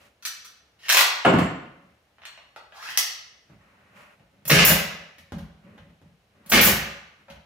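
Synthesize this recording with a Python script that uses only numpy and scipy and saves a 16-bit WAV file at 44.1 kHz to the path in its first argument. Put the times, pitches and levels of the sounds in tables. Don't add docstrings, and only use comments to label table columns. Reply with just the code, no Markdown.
import sys
import numpy as np
from scipy import signal
from scipy.io import wavfile
from scipy.ndimage import uniform_filter1d

SR = 44100
rng = np.random.default_rng(int(sys.argv[2]) if len(sys.argv) > 2 else 0)


def attenuation_scalar(level_db):
    decades = np.asarray(level_db, float) / 20
    return 10 ** decades


def transcribe(u):
    v = np.clip(np.atleast_2d(u).T, -1, 1)
    q = np.round(v * 32767).astype(np.int16)
    wavfile.write(sys.argv[1], SR, q)


N = 328545

EDGES = np.geomspace(40, 16400, 19)
CENTRES = np.sqrt(EDGES[1:] * EDGES[:-1])

# (frequency [Hz], level [dB], t60 [s])
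PUSHER_MODES = [(950, -8, 0.061), (1275, -5, .08), (1980, 2, 0.11), (2540, -4.5, .06), (3320, -5.5, 0.15),
                (3500, -14.5, .05), (4340, -2.5, 0.89)]
# (frequency [Hz], level [dB], t60 [s])
BOX_MODES = [(59, -10, 0.99), (160.4, 4, 0.2), (168.7, -2, 0.44), (206.1, -0.5, 0.19), (298, -10.5, 0.13),
             (385, -10, 0.043), (494.8, -4, 0.11), (560, 6, 0.17), (907, -8, 0.089)]
# (frequency [Hz], level [dB])
PISTON_COLOUR = [(45, -24.5), (70, -7), (110, -12.5), (180, -1), (300, -7.5), (560, 0.5), (1100, -4),
                 (2100, 7), (3200, 1), (5000, 3.5), (8000, -3), (15000, -4)]
# (piston blow [s], strength [dB], trigger held [s], exhaust spurt [dB])
SHOTS = [
    (4.498, -1, .145, -0.5),
    (6.518, -3.5, .088, -2.5),
]


def rms_one(x):
    return x / np.sqrt(np.mean(x ** 2) + 1e-20)


def at_hz(points, hz):
    points = np.array(points)
    return np.interp(np.log(hz), np.log(points[:, 0]), points[:, 1])


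def band_filter(k):
    return signal.butter(2, EDGES[k:k + 2], "band", fs=SR, output="sos")


def bands(size):
    # (frequency [Hz], likeness [0-1])
    likeness = [(100, 0.98), (250, 0.94), (500, 0.71), (1000, 0.28), (4000, .05), (8000, 0.78),
                (14000, .25)]
    settle = 4000
    white = rng.standard_normal((2, 2, size + settle))
    out = []
    for k, hz in enumerate(CENTRES):
        mid, side = signal.sosfilt(band_filter(k), white[k % 2])[:, settle:]
        alike = np.clip(at_hz(likeness, hz), 0, 1)
        out.append(rms_one(np.sqrt(1 + alike) * mid + np.sqrt(1 - alike) * side * [[1], [-1]]))
    return np.array(out)


def toned(rows, body_db, weight_db=0, heavy_body=0):
    out = []
    for s, db, hard, *heavy in rows:
        heavy = sum(heavy)
        body = body_db - 0.38 * hard + heavy_body * heavy
        out.append((s, db, weight_db + heavy, body, hard))
    return out


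def strike(events, hz, level_db):
    rows = np.array(events)
    at = np.round(rows[:, 0] * SR).astype(int)
    start, end = at[0], min(at[-1] + SR // 2, N)
    clicks = np.full(end - start, 1e-18)
    tone_db = [np.interp(np.log(hz), np.log([200, 800, 3000, 11000]), [bass, body, 0, treble])
               for bass, body, treble in rows[:, 2:]]
    clicks[at - start] = attenuation_scalar(rows[:, 1] + tone_db + level_db)
    return slice(start, end), clicks


def cracks(events, noise, colour, crack_db, click_db, crack_s, cycles, attack_s):
    out = np.zeros(N)
    for k, hz in enumerate(CENTRES):
        fall = attenuation_scalar(-60 / ((crack_s + cycles / hz) * SR))
        rise = np.exp(-1 / ((attack_s + 0.5 / hz) * SR))
        span, clicks = strike(events, hz, crack_db + at_hz(colour, hz))
        burst = signal.lfilter([1 - rise], np.convolve([1, -fall], [1, -rise]), clicks)
        out[span] += noise[k, span] * burst
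        click = signal.sosfilt(band_filter(k), clicks)
        out[span] += (-1) ** k * attenuation_scalar(click_db) * np.sqrt(SR / hz) * click
    return out


def rings(events, modes, ring_db):
    out = np.zeros(N)
    luck_db = 2 * rng.standard_normal((len(events), len(modes)))
    for k, (hz, level_db, t60) in enumerate(modes):
        r = attenuation_scalar(-60 / (min(t60, .35) * SR))
        w = 2 * np.pi * hz / SR
        span, clicks = strike(events, hz, ring_db + level_db + luck_db[:, k])
        out[span] += signal.lfilter([.5, 0, -.5], [1, -2 * r * np.cos(w), r * r], clicks)
    return out


def movement(region):
    # (time [s], length [s], level [dB], brightness [0 dull - 2 bright])
    moves = [(0.01, 0.059, -54.5, 1.7), (1.798, 0.13, -59, 0.29), (3.507, 0.038, -50, 0.29),
             (3.611, 0.4, -56, 0.64), (3.967, 0.066, -48, 1.42), (4.054, 0.078, -54, 1.18),
             (4.194, 0.046, -62, 0.23), (4.34, 0.14, -62, 0.18), (5.498, 0.054, -68, 0.087),
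             (5.649, 0.11, -47.5, 0.27), (5.783, .04, -54, .5), (5.871, .06, -56.5, 0.084),
             (6.031, 0.045, -61, 0.076), (6.35, 0.085, -57, .3), (6.461, .02, -57, 0.98),
             (7.199, .02, -56, 0.58), (7.31, 0.064, -51.5, .7)]
    t, out = np.arange(N) / SR, np.zeros(N)
    for s, length, db, bright in moves:
        rise_db = 700 * np.maximum(s - t, 0)
        fall_db = 401 * np.maximum(t - s - length, 0)
        out += attenuation_scalar(db - 20 * abs(region - bright) - rise_db - fall_db)
    return out


def background(noise):
    # (frequency [Hz], density [dB per Hz])
    room_tone = [(24, -33), (40, 3), (81, 4.5), (320, -7), (585, -1.5), (1020, -9.5), (2570, -9.5),
                 (6330, -21), (7930, -23.5), (14800, -28.5), (16000, -36)]
    # (frequency [Hz], width [Hz], level [dB])
    rubbed = [(202, 25, -2.5), (575.7, 40, 5.5), (1130, 40, -15), (1900, 59, -10), (2540, 450, -5)]
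    floor = np.tensordot(attenuation_scalar(at_hz(room_tone, CENTRES)) * np.sqrt(CENTRES), noise, 1)
    rustle = 0
    for region, (hz, octaves) in enumerate([(176, 0.79), (1370, 0.52), (3300, 2.3)]):
        shape = np.exp(-.5 * (np.log2(CENTRES / hz) / octaves) ** 2)
        rustle += movement(region) * rms_one(np.tensordot(shape, noise, 1))
    hollows = 0
    for hz, width, level_db in rubbed:
        hollows += attenuation_scalar(level_db) * signal.lfilter(*signal.iirpeak(hz, hz / width, SR), rustle)
    return attenuation_scalar(-66) * rms_one(floor) + 0.6 * rustle + 2.1 * hollows


def latch(noise):
    # (time [s], peak [dB], hardness [dB])
    contacts = [
        (0.2245, -29.5, -10.5),
        (0.2513, -11.5, -6),
        (0.4473, -30, -5),
    ]
    # (frequency [Hz], level [dB], t60 [s])
    plate_modes = [(1350, -4, .08), (2600, -6, .08), (3310, -10, .06), (4300, -5, .08), (4790, -8, .06),
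                   (5850, -4, .1), (5960, -1, .1), (6430, -8, .06), (7420, -8, .08)]
    # (frequency [Hz], level [dB])
    plate_colour = [(60, -14), (400, -7), (700, -16), (1200, 4), (1800, -3.5), (2600, -5), (4500, -0.5),
                    (6000, -2), (8000, -1), (15000, 1)]
    hits = toned(contacts, body_db=-20, weight_db=-43.5)
    crack = cracks(hits, noise, plate_colour, crack_db=-12.5, click_db=5, crack_s=.03, cycles=5.6, attack_s=0.0033)
    return crack + rings(hits, plate_modes, ring_db=-18.5)


def slides(noise):
    # (time [s], level [dB], channel resonance [Hz])
    slide_paths = [
        [(0.79, -58, 1900), (0.862, -42.5, 1847), (0.876, -42.5, 1814)],
        [(2.735, -58, 700), (2.76, -45.5, 800), (2.8, -46.5, 1048), (2.835, -37, 1349), (2.9, -40.5, 1900),
         (2.964, -45.5, 2094)],
    ]
    # (frequency [Hz], level [dB per half octave])
    rail_colour = [(200, -57), (500, -2), (1000, 9.5), (2000, 14), (5000, 17), (7500, 8), (15000, 4)]
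    t = np.arange(N) / SR
    level = 0
    for path in slide_paths:
        path = np.array(path)
        level = level + attenuation_scalar(np.interp(t, path[:, 0], path[:, 1], -200, -200))
    catches = (rng.random(N) < 300 / SR) * rng.exponential(1, N)
    rough = 1 + 0.48 * signal.lfilter([1], [1, -.985], catches)
    rows = np.concatenate(slide_paths)
    phase = 2 * np.pi * np.cumsum(np.interp(t, rows[:, 0], rows[:, 2])) / SR
    wobble = signal.lfilter(*signal.butter(2, 110, fs=SR), rng.standard_normal((2, N)))
    channel = rms_one(wobble[0] * np.cos(phase) + wobble[1] * np.cos(1.55 * phase))
    scrape = rms_one(attenuation_scalar(at_hz(rail_colour, CENTRES)) @ noise)
    return attenuation_scalar(-7.5) * level * rms_one(rough) * (scrape + 1.1 * channel)


def magazine(noise):
    # (time [s], peak [dB], hardness [dB], weight [dB])
    contacts = [
        (.7955, -53, -22, -21),
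        (.8835, -16, -10, -8),
        (.8915, -6, -8, -8),
        (.8985, -4, -9, -8),
        (.9240, -6, -3, -4),
        (.9455, -6, -6, 5),
        (.9700, -4, -5, 5),
        (.9745, -7, -6, 4),
        (.9900, -12, 0, 4),
        (1.0075, -7, -5, 4),
    ]
    # (frequency [Hz], level [dB])
    spring_colour = [(60, -21), (300, -5), (550, -7), (900, 1.5), (2200, 3.5), (4500, -1), (6500, 8.5),
                     (8000, -4), (15000, 6.5)]
    hits = toned(contacts, body_db=-9.5, weight_db=-34.5, heavy_body=0.91)
    crack = cracks(hits, noise, spring_colour, crack_db=-10, click_db=0, crack_s=0.014, cycles=1.5, attack_s=0.00072)
    thin = signal.butter(4, 290, "high", fs=SR, output="sos")
    return signal.sosfilt(thin, crack) + rings(hits, PUSHER_MODES, ring_db=-25)


def nail_strip(noise):
    # (time [s], peak [dB], hardness [dB], weight [dB])
    contacts = [
        (1.249, -18.5, -42, -2.5),
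        (1.262, -23, -40.5, 6.5),
        (1.335, -28.5, -24, 18.5),
        (1.385, -23.5, -12.5, 5.5),
    ]
    # (frequency [Hz], level [dB])
    lid_colour = [(45, -23), (70, -21.5), (110, -25), (170, 2.5), (600, 2.5), (1400, 5), (2600, 6.5),
                  (3400, -4.5), (4500, -2.5), (15000, 0)]
    # (time [s], peak [dB], hardness [dB])
    jingles = [
        (1.2500, -32.5, -0.5),
        (1.296, -45.5, 4),
        (1.385, -38.5, 1),
        (1.43, -38.5, -4),
    ]
    # (frequency [Hz], level [dB], t60 [s])
    nail_modes = [(7430, 0, .1), (7560, -2, .1), (8450, -5, .08), (8620, -6, .08)]
    hits = toned(contacts, body_db=-5.5)
    crack = cracks(hits, noise, lid_colour, crack_db=-8, click_db=-20, crack_s=0.033, cycles=12, attack_s=0.0015)
    jingle = rings(toned(jingles, body_db=0), nail_modes, ring_db=-5.5)
    return crack + rings(hits, BOX_MODES, ring_db=-21) + jingle


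def taps(noise):
    # (time [s], peak [dB], hardness [dB], weight [dB])
    contacts = [
        (2.1833, -45, -46, 0),
        (2.219, -35, -39, 0.5),
        (2.235, -35.5, -42, -1),
        (2.2532, -24, -10, 4),
        (2.376, -33.5, -30.5, 0),
        (2.5615, -32, -13.5, 19.5),
        (2.7227, -34, -40, 1.5),
        (2.904, -25.5, -4, -13),
        (2.9739, -12.5, 0, 10),
        (2.9747, -6, 6.5, -19.5),
    ]
    # (frequency [Hz], level [dB])
    pusher_colour = [(60, -15.5), (300, 0.5), (600, 10), (1000, 2.5), (1900, 9), (3000, 5), (5500, 8),
                     (8000, 4), (15000, 3.5)]
    hits = toned(contacts, body_db=-16, weight_db=-44.5, heavy_body=1)
    crack = cracks(hits, noise, pusher_colour, crack_db=-19, click_db=10.5, crack_s=0.011, cycles=2.7,
                   attack_s=0.00014)
    return crack + rings(hits, PUSHER_MODES, ring_db=-27.5)


def nose(noise):
    # (time [s], peak [dB], hardness [dB], weight [dB])
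    contacts = [(3.4989, -53.5, -13, 15.5), (4.1964, -48, -23.5, -0.5), (4.4535, -23.5, 17.5, -8.5),
                (5.1831, -32.5, 6.5, -9.5), (5.3218, -33.5, -23, 15.5), (5.384, -32.5, 7, 4.5),
                (5.779, -37, -16, 0), (5.8951, -54, -24, 3), (6.0166, -56.5, -16, 19),
                (6.4617, -39, 21.5, -1), (6.4724, -43.5, 3.5, -7), (7.2825, -34.5, -32, -17),
                (7.3008, -27.5, -1, -8.5)]
    # (frequency [Hz], level [dB])
    wood_colour = [(45, -6.5), (70, -5.5), (110, -7.5), (180, 1), (300, -15.5), (600, 2.5), (2200, 10.5),
                   (5000, 1.5), (8000, -6), (11000, -2.5), (15000, -4.5)]
    hits = toned(contacts, body_db=-10.5, heavy_body=0.1)
    crack = cracks(hits, noise, wood_colour, crack_db=-14, click_db=-0.5, crack_s=0.005, cycles=9.6, attack_s=0.0051)
    return crack + rings(hits, BOX_MODES, ring_db=-21.5)


def jets(noise):
    # (frequency [Hz], level [dB per half octave])
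    jet_colour = [(200, -25), (1000, -10), (2500, -13), (5000, -9), (8000, 8), (12000, -4.5), (15500, 25)]
    t, flow = np.arange(N) / SR, np.zeros(N)
    for s, _, held, spurt_db in SHOTS:
        # (opens [s], attack [s], peak [dB], fall [dB per s])
        puffs = [(s - .029, 0.012, -20.5 + spurt_db / 2, 1800),
                 (s, 0.0073, -22.5, 299.5),
                 (s + held, .008, -8 + spurt_db, 1100),
                 (s + held, .045, -18.5 - spurt_db, 340)]
        for opens, attack, peak_db, fall in puffs:
            since = t - opens
            fall_db = fall * np.maximum(since - attack, 0)
            flow += np.clip(since / attack, 0, 1) ** 3 * attenuation_scalar(peak_db - fall_db)
    return flow * rms_one(attenuation_scalar(at_hz(jet_colour, CENTRES)) @ noise)


def blows(noise):
    # (time after the blow [s], level [dB], hardness [dB], weight [dB])
    stroke = [
        (0, -8, -19.5, -9),
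        (.015, -2, -6, 0),
        (.037, -12, -9.5, -3),
    ]
    # (share of the hold [0-1], level [dB], hardness [dB], weight [dB])
    recoil = [
        (.62, -3.5, -12, -7.5),
        (.85, -11.5, -14.5, -10),
    ]
    # (time after release [s], level [dB], hardness [dB], weight [dB])
    settle = [
        (.03, -22.5, -11, 2),
        (.058, -14.5, -14, 3),
    ]
    # (frequency [Hz], level [dB], t60 [s])
    cylinder_modes = [(1550, -1.5, 0.017), (1955, 5.5, 0.052), (1970, -5, .05), (2410, -2, 0.058),
                      (2560, 1.5, .05), (4255, -1.5, .04)]
    contacts, thumps = [], []
    for s, shot_db, held, _ in SHOTS:
        for rows, start, scale in [(stroke, s, 1), (recoil, s, held), (settle, s + held, 1)]:
            contacts += [(start + scale * after, shot_db + db, hard, heavy) for after, db, hard, heavy in rows]
        thumps.append((s + held + 0.05, shot_db, 0))
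    hits = toned(contacts, body_db=-8, heavy_body=.3)
    crack = cracks(hits, noise, PISTON_COLOUR, crack_db=-9, click_db=5, crack_s=0.05, cycles=2.6, attack_s=0.0034)
    ring = rings(hits, BOX_MODES + cylinder_modes, ring_db=-19)
    rocking = rings(toned(thumps, body_db=0), BOX_MODES[:1], ring_db=-17.5)
    return crack + ring + rocking


def driver(noise):
    hits = toned([(s + 0.003, db - 14, 7.5) for s, db, *_ in SHOTS], body_db=-12.5, weight_db=-30)
    return cracks(hits, noise, PISTON_COLOUR, crack_db=-9, click_db=3, crack_s=0.0057, cycles=5, attack_s=0.0003)


def garage(dry, wet_db, gap_s, rise_s):
    # (frequency [Hz], t60 [s])
    garage_t60 = [(60, 0.6), (170, 0.58), (500, 0.67), (1400, 0.77), (3000, 0.71), (5500, 0.62),
                  (8000, 0.39), (12000, 0.33)]
    # (frequency [Hz], level [dB])
    echo_colour = [(47, -8), (66, 2), (180, 0.5), (290, -4), (420, -1.5), (600, 1), (1200, 0.5)]
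    moved_s = [0, .7, 1.2, 2.1, 2.7, 4.3, 5.1, 6.3, 7.1]
    t = np.arange(SR) / SR
    t60 = at_hz(garage_t60, CENTRES)[:, None, None]
    fall = attenuation_scalar(-60 * t / t60) * np.sqrt(CENTRES / 3000)[:, None, None]
    build_up = 1 - np.exp(-np.maximum(t - gap_s, 0) / rise_s)
    shape = build_up * (1 + 0.71 * np.exp(-t / 0.027))
    direct = np.array([np.roll(dry, shift=3), dry])
    out = np.pad(direct, ((0, 0), (0, SR)))
    marks = [int(s * SR) for s in moved_s] + [N]
    for start, end in zip(marks, marks[1:]):
        tail = np.tensordot(attenuation_scalar(at_hz(echo_colour, CENTRES)), bands(size=SR) * fall, 1) * shape
        tail *= attenuation_scalar(wet_db) / np.sqrt(np.sum(tail ** 2) / 2)
        out[:, start:end + SR - 1] += signal.fftconvolve(dry[None, start:end], tail, axes=1)
    return out[:, :N]


def scene():
    noise = bands(size=N)
    near = noise[:, 0]
    loading = latch(near) + slides(near) + magazine(near) + nail_strip(near) + taps(near)
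    shooting = nose(near) + jets(near) + blows(near) + driver(near)
    room = garage(loading + shooting, wet_db=3.5, gap_s=0.00042, rise_s=0.0017)
    return background(noise[:, :, ::-1]) + room


def low_pass(x):
    return signal.sosfilt(signal.butter(12, 16800, fs=SR, output="sos"), x)


def record(dry):
    x = signal.sosfilt(signal.butter(4, 54, "high", fs=SR, output="sos"), dry)
    x = signal.lfilter(*signal.iirnotch(8050, 22.0, SR), x)
    level_db = 10 * np.log10(uniform_filter1d(np.mean(x ** 2, 0), size=900) + 1e-12)
    ramp = 160 * np.arange(N) / SR
    held_db = np.maximum.accumulate(level_db + ramp) - ramp
    over_db = np.maximum(held_db + 13.5, 0)
    x = np.clip(x * attenuation_scalar(-.9 * uniform_filter1d(over_db, size=300)), -.95, .95)
    mix = signal.sosfilt(signal.cheby2(10, 50, 16500, fs=SR, output="sos"), x)
    return low_pass(mix)


dry = scene()
out = record(dry)
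transcribe(out)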